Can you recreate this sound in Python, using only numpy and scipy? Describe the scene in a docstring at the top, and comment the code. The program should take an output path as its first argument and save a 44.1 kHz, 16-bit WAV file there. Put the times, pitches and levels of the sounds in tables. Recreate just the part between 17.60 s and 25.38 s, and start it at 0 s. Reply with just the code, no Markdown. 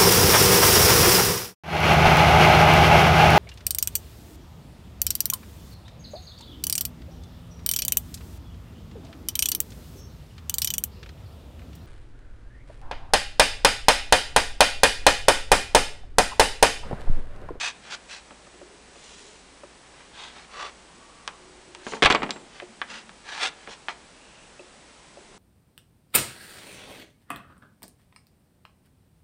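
"""A homemade rig of boards on a steel shaft, turned by hand close to the microphone in a quiet workshop.
Wood scuffs in short strokes, most led by a lighter touch; the chain drive clicks and the boards knock.
Midway the slack is taken up in chattering slams that shake the stand and leave a steel part ringing.
Soft hollow taps fall in between and the shaft groans faintly in its bearings.
Behind it all are the small room's short echo, still air, mains hum and a thin electronic whine."""
import sys
import numpy as np
from scipy import signal
from scipy.fft import rfft, irfft, next_fast_len
from scipy.io import wavfile

SR = 44100
rng = np.random.default_rng(int(sys.argv[2]) if len(sys.argv) > 2 else 0)


def pcm_store(signal):
    """Save signal as 16-bit PCM."""
    levels = np.round(np.clip(np.atleast_2d(signal), -1, 1) * 32767)
    wavfile.write(sys.argv[1], SR, levels.astype(np.int16).T)


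N = 343098

# Heavy slams, close to the microphone. Each row: start in seconds, level in dB, bass in dB,
# wait for the first rebound in seconds, change from one rebound to the next in dB.
SLAMS = [(4.4223, -3, 6.5, .0054, 0.5), (4.4575, -0.5, -8.5, .0028, -6), (4.501, -4, 5, .0044, -2.5),
         (4.548, -6.5, -1, .006, -18), (4.6306, -14, 8.5, .008, -19.5)]
def slams(rebounds=3, slowing=1.5):
    """Each slam chatters in bright rebounds, wider apart and mostly weaker as the slack settles."""
    out = np.zeros(N)
    for start, db, bass_db, wait, change_db in SLAMS:
        add(out, start, blow(db, pitch_hz=1150, bass_db=bass_db, treble_db=0, rattle_db=4))
        for k, delay in enumerate(np.cumsum(wait * slowing ** np.arange(rebounds))):
            rebound_db = db - 2 + change_db * (k + .5)
            rebound = blow(rebound_db, pitch_hz=2900, bass_db=bass_db - 6, treble_db=5.5, rattle_db=4)
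            add(out, start + delay, rebound)
    return out


# The spectrum of a blow, heard close up. Each row: frequency in Hz, level in dB.
BLOW_SPECTRUM = [(30, -18.5), (100, -16), (230, -1), (600, -2), (950, 0), (2000, 0), (3500, -2),
                 (5000, -11.5), (7500, -19.5), (10000, -25.5)]
# The wooden frame's modes. Each row: frequency in Hz, level in dB, time to fall 60 dB in seconds.
FRAME_MODES = [(182, -59.5, 1), (216, -52, 0.51), (255.3, -58, 0.308), (328, -51, 0.15),
               (481, -56.5, 0.323), (816, -56.5, 0.22), (908, -42, 0.1144), (1152, -59.5, 0.15),
               (1310, -44, 0.12), (1574, -55, 0.13), (1700, -51, 0.16), (1830, -59, 0.14),
               (2000, -64.5, 0.11), (2164, -51, 0.13), (2471, -43.5, 0.131), (3650, -47, 0.028)]
# The frame's rattle. Each row: frequency in Hz, time to fall 60 dB in seconds.
RATTLE_DECAY = [(200, 0.067), (450, 0.15), (1000, 0.078), (3500, 0.047), (8000, 0.017)]
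def blow(level_db, pitch_hz, bass_db, treble_db, rattle_db):
    """One blow is a short pulse that runs along the boards, rattles the frame and rings its modes."""
    hz = np.fft.rfftfreq(2048, 1 / SR)
    bass = bass_db / (1 + (hz / 560) ** 4)
    treble = treble_db * (1 - 1 / (1 + (hz / 4200) ** 4))
    emphasis = 6 * bell(hz, pitch_hz, octaves=0.45)
    pulse = causal_pulse(read_curve(BLOW_SPECTRUM, hz) + emphasis + bass + treble)
    modes = ring(FRAME_MODES)
    frame = from_db(rattle_db) * (modes + echo_tail(RATTLE_DECAY, len(modes)))
    frame[0] += 1  # the contact itself
    return from_db(level_db) * signal.fftconvolve(frame, bending_waves(pulse))


def bending_waves(pulse, delay_at_1khz_s=0.001095):
    """A board spreads a pulse out: the highs arrive first, the lows trail."""
    hz = np.fft.rfftfreq(len(pulse), 1 / SR)
    return irfft(rfft(pulse) * np.exp(-4j * np.pi * delay_at_1khz_s * np.sqrt(1000 * hz)))


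# Light clicks close by, mostly from the chain drive; the one at 0.498 s is the wood catching as a stroke
# begins. Each row: start in seconds, level in dB, stressed pitch in Hz, treble in dB.
CLICKS = [(0.498, -30, 4000, 8), (3.6769, -10.5, 1080, 8.5), (4.149, -19.5, 1000, 13), (4.525, -5, 4000, 3),
          (4.707, -8.5, 4400, 11.5), (5.000, -22, 2520, -11), (5.2158, -11, 1560, -13),
          (5.493, -29, 1510, 1), (5.778, -18, 900, 8), (5.828, -14.5, 990, 6), (6.284, -11, 985, -15)]
def chain_clicks():
    """Light, quick contacts in the drive, and one as a wood stroke begins: little bass, little rattle."""
    out = np.zeros(N)
    for start, db, pitch_hz, treble_db in CLICKS:
        add(out, start, blow(db, pitch_hz, bass_db=-11, treble_db=treble_db, rattle_db=-5.5))
    return out


# Dull knocks on the rig. Each row: start in seconds, level in dB.
KNOCKS = [(0.707, -30), (2.759, -34), (4.266, -18.5), (4.321, -22.5), (4.335, -16.5), (4.367, -26.5),
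          (4.541, -14), (4.62, -15.5), (4.663, -21.5), (4.692, -18), (4.760, -26), (6.074, -24)]
def board_knocks():
    """Board meets board softly, with the same dull colour at varying force."""
    out = np.zeros(N)
    for start, db in KNOCKS:
        add(out, start, blow(db, pitch_hz=910, bass_db=7, treble_db=-19, rattle_db=0))
    return out


# Scuffs near the microphone. Each row: start, fastest moment and end in seconds, level in dB, squeak
# pitch in Hz, brightness in dB per octave, lead of the lighter touch in seconds (0 for none).
STROKES = [ (-0.035, 0.049, 0.125, -26.5, 2540, 2, 0), (0.295, 0.328, 0.366, -32, 1430, 2.5, 0.04),
           (0.481, 0.521, 0.615, -38.5, 1970, 3, 0), (1.248, 1.549, 1.9, -48, 1870, 7.5, 0.079),
           (2.516, 2.616, 2.76, -41, 3680, 0.5, 0.22), (2.871, 3.047, 3.12, -36, 1180, -1.5, 0.26),
           (4.221, 4.297, 4.42, -41, 2660, 8, 0.046), (5.263, 5.347, 5.44, -38.5, 1840, 0.5, 0.38),
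           (5.78, 5.837, 5.903, -24.5, 3630, 0.6, 0.1), (6.077, 6.119, 6.165, -41, 3300, 1.5, 0.073),
           (6.284, 6.282, 6.345, -38, 3140, 0, 0)]
def wood_strokes(touch_db=-12, longest_rise_s=0.11, fall_s=0.11):
    """Wood slides on wood; a lighter touch goes ahead of most strokes."""
    out = np.zeros(N)
    for start, fastest, end, db, squeak_hz, tilt_db, lead in STROKES:
        add(out, start, from_db(db) * rub(start, fastest, end, squeak_hz, tilt_db))
        if lead > 0:
            touch_peak = fastest - lead
            touch_start = touch_peak - min(2 * lead, longest_rise_s)
            touch = rub(touch_start, touch_peak, touch_peak + fall_s, squeak_hz=1705, tilt_db=-0.5)
            add(out, touch_start, from_db(db + touch_db) * touch)
    return out


# The spectrum of rubbing wood, heard close up. Each row: frequency in Hz, level in dB.
RUB_SPECTRUM = [(60, -47), (350, -11.5), (600, -5.5), (900, -0.5), (1600, -2.5), (2300, -2), (3700, -3.5),
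                (5000, -8.5), (7000, -14), (10000, -26)]
def rub(start, fastest, end, squeak_hz, tilt_db, catches_per_s=12000, squeak_db=4.5, rasp_hz=110):
    """Fibres catch and let go thousands of times a second while a stroke speeds up and stops."""
    t = np.arange(start, end, 1 / SR)
    speed = np.sin(np.pi / 2 * np.interp(t, [start, fastest, end], [0, 1, 0])) ** 2
    stick_slip_db = 2 * shaped(rng.standard_normal(len(t)), lambda f: np.exp(-(f / rasp_hz) ** 2))
    grain_db = 2.5 * np.minimum(rng.exponential(1, len(t)), 4)
    sizes = from_db(stick_slip_db + grain_db) * rng.choice([-1, 1], len(t))
    catches = sizes * (rng.random(len(t)) < catches_per_s / SR)
    scuff = shaped(catches,
                   lambda f: from_db(read_curve(RUB_SPECTRUM, f) + tilt_db * np.log2(f / 2000 + 0.048)))
    scuff = shaped(scuff, lambda f: from_db(squeak_db * bell(f, squeak_hz, 250 / squeak_hz) + ripple(f)))
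    return speed ** 0.73 * scuff


def ripple(hz, step_hz=130, depth_db=3):
    """Uneven peaks and dips in dB: each rubbed spot sounds its own set of resonances."""
    grid = np.arange(0, SR, step_hz)
    return depth_db * np.interp(hz, grid, rng.standard_normal(len(grid)))


# The heaviest blows, down in the stand. Each row: start in seconds, level in dB.
THUDS = [(4.450, -24), (4.503, -33.5)]
# The stand's modes. Each row: frequency in Hz, level in dB, time to fall 60 dB in seconds.
STAND_MODES = [(37.5, -2, 0.15), (75, -2, 0.042), (139.9, -7, 0.099)]
def stand_thuds():
    """The whole stand shakes in its low modes."""
    return struck(THUDS, STAND_MODES, rise_cycles=0.12)


# Taps on one nearby board. Each row: start in seconds, level in dB.
TAPS = [(0.868, -38), (0.939, -34), (1.014, -36), (1.357, -35), (2.034, -33.5), (5.022, -33.5),
        (6.994, -32.5), (7.572, -37)]
# That board's modes. 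Each row: frequency in Hz, level in dB, time to fall 60 dB in seconds.
BOARD_MODES = [(308, -11, 0.15), (358, -9, 0.18), (473, -14, 0.063), (576, 0.5, 0.028), (688, 0, 0.025),
               (960, -10, 0.025), (1241, -9.5, 0.028), (1800, -15.5, .03), (2624, -13, .025)]
def board_taps():
    """Soft contacts give a brief, hollow ring."""
    return struck(TAPS, BOARD_MODES, rise_cycles=2.0)


# Strikes on a loose steel part of the rig. Each row: start in seconds, level in dB.
PINGS = [(4.512, -43.5), (4.707, -43.5)]
# That part's modes. Each row: frequency in Hz, level in dB, time to fall 60 dB in seconds.
STEEL_MODES = [(7570, -8.5, 0.19), (7600, 1, 0.36), (7570, -8, 0.14)]
def steel_pings():
    """Struck steel rings on in high, closely spaced modes."""
    return struck(PINGS, STEEL_MODES, rise_cycles=3.4)


# Groans, faint even this close. Each row: start and end in seconds, pitch in Hz, level in dB.
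GROANS = [(0.85, 1.918, 410, -60.5), (3.2, 3.903, 1152, -59.5), (3.699, 4.37, 357, -56),
          (4.948, 5.643, 219, -57), (6.498, 6.934, 2705, -60.5), (7.553, 7.9, 380, -60)]
def shaft_groans():
    """The shaft drags in its bearings and briefly sounds one resonance."""
    out = np.zeros(N)
    for start, end, hz, db in GROANS:
        size = round((end - start) * SR)
        groan = fuzzy_tone(size, hz, width_hz=0.17 * hz)
        add(out, start, from_db(db) * groan * signal.windows.tukey(size, .5))
    return out


# The small workshop's echo. Each row: frequency in Hz, time to fall 60 dB in seconds.
ROOM_DECAY = [(100, 0.52), (300, 0.99), (1000, 0.37), (2400, 0.32), (9000, 0.14)]
def room_echo(rig, level_db=-15.5):
    """The walls send the rig's sound back to the microphone as a short tail."""
    return from_db(level_db) * signal.fftconvolve(rig, echo_tail(ROOM_DECAY, SR))[:N]


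# Still air around the microphone. Each row: frequency in Hz, relative level in dB.
AIR_SPECTRUM = [(12, -25), (20, -4), (64, -6.5), (88, -11.5), (186, -5.5), (374, -7), (566, -7),
                (628, -8.5), (835, -8), (951, -8.5), (1200, -11), (1370, -11), (2480, -13), (7960, -19.5),
                (9800, -20.5), (12700, -42), (21600, -120)]
def room_tone(air_db=-51.5, hum_hz=58, whine_hz=7940, whine_db=-68.5):
    """Steady air noise, mains hum that fades from midway, and a thin electronic whine."""
    t = np.arange(N) / SR
    air = from_db(air_db) * shaped(rng.standard_normal(N), lambda f: from_db(read_curve(AIR_SPECTRUM, f)))
    hum_db = np.interp(t, [0, 3.3, 5, 7.7], [-64.5, -64, -71.5, -74])
    hum = from_db(hum_db) * np.sqrt(2) * np.sin(2 * np.pi * hum_hz * t)
    return air + hum + from_db(whine_db) * fuzzy_tone(N, whine_hz, width_hz=160)


def struck(blows, modes, rise_cycles):
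    """Blows on one ringing part; the softer the contact, the slower the build-up."""
    out = np.zeros(N)
    for start, db in blows:
        add(out, start, from_db(db) * ring(modes, spread_db=6.0, rise_cycles=rise_cycles))
    return out


def ring(modes, spread_db=2.0, rise_cycles=0.082):
    """Modes build up and die; their strengths vary with the spot that is struck."""
    t = np.arange(SR * 3 // 4) / SR
    out = np.zeros(len(t))
    for hz, db, t60 in modes:
        strength = from_db(db + spread_db * rng.standard_normal())
        rise = -np.expm1(-t * hz / rise_cycles)
        out += strength * rise * from_db(-60 * t / t60) * np.sin(2 * np.pi * hz * t)
    return out


def echo_tail(decays, size):
    """Dense echoes of energy 1, each band dying at its own speed."""
    hz, t, bands = signal.stft(rng.standard_normal(size), SR, nperseg=128)
    fade = from_db(-60 * t / read_curve(decays, hz)[:, None])
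    echoes = signal.istft(bands * fade, SR, nperseg=128)[1][:size]
    return echoes / np.linalg.norm(echoes)


def fuzzy_tone(size, hz, width_hz):
    """Noise in one steep resonance."""
    return shaped(rng.standard_normal(size), lambda f: 1 / (1 + (2 * (f - hz) / width_hz) ** 2))


def shaped(x, gain):
    """Filters x by gain(hz) and scales it to rms 1."""
    size = next_fast_len(len(x))
    filtered = irfft(rfft(x, size) * gain(np.fft.rfftfreq(size, 1 / SR)), size)[:len(x)]
    return filtered / np.sqrt(np.mean(filtered ** 2) + 1e-20)


def causal_pulse(gain_db):
    """The shortest causal pulse with this spectrum, peak 1."""
    log_gain = np.log(from_db(np.r_[gain_db, gain_db[-2:0:-1]]))
    pulse = np.fft.ifft(np.exp(np.conj(signal.hilbert(log_gain)))).real
    return pulse / abs(pulse).max()


def bell(hz, centre_hz, octaves):
    """A bell of height 1 on a log-frequency axis."""
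    return 1 / (1 + (np.log2((hz + 1) / centre_hz) / octaves) ** 2)


def read_curve(points, hz):
    """Reads a table on a log-frequency axis."""
    f, value = np.transpose(points)
    return np.interp(np.log(hz + 1), np.log(f + 1), value)


def add(mix, start_s, sound):
    """Mixes a sound in, trimmed to fit."""
    start = round(start_s * SR)
    sound = sound[max(-start, 0):]
    part = mix[max(start, 0):][:len(sound)]
    part += sound[:len(part)]


def from_db(db):
    """Decibels to gain."""
    return 10 ** (np.asarray(db) / 20)


def scene():
    """The rig close to one microphone, with the workshop behind it."""
    ringing = board_taps() + steel_pings() + stand_thuds()
    rig = chain_clicks() + board_knocks() + slams() + wood_strokes() + ringing + shaft_groans()
    return (rig + room_echo(rig) + room_tone())[None]


def record(dry, input_top_hz=10050, clip_level=0.84, output_top_hz=15400):
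    """The recorder's band-limited input clips on the loudest peaks; a last low-pass follows."""
    input_filter = signal.firwin(511, input_top_hz, window=("kaiser", 8), fs=SR)
    output_filter = signal.firwin(511, output_top_hz, window=("kaiser", 8), fs=SR)
    clipped = np.clip(signal.oaconvolve(dry, input_filter[None], "same"), -clip_level, clip_level)
    return signal.oaconvolve(clipped, output_filter[None], "same")


dry = scene()
out = record(dry)
pcm_store(out)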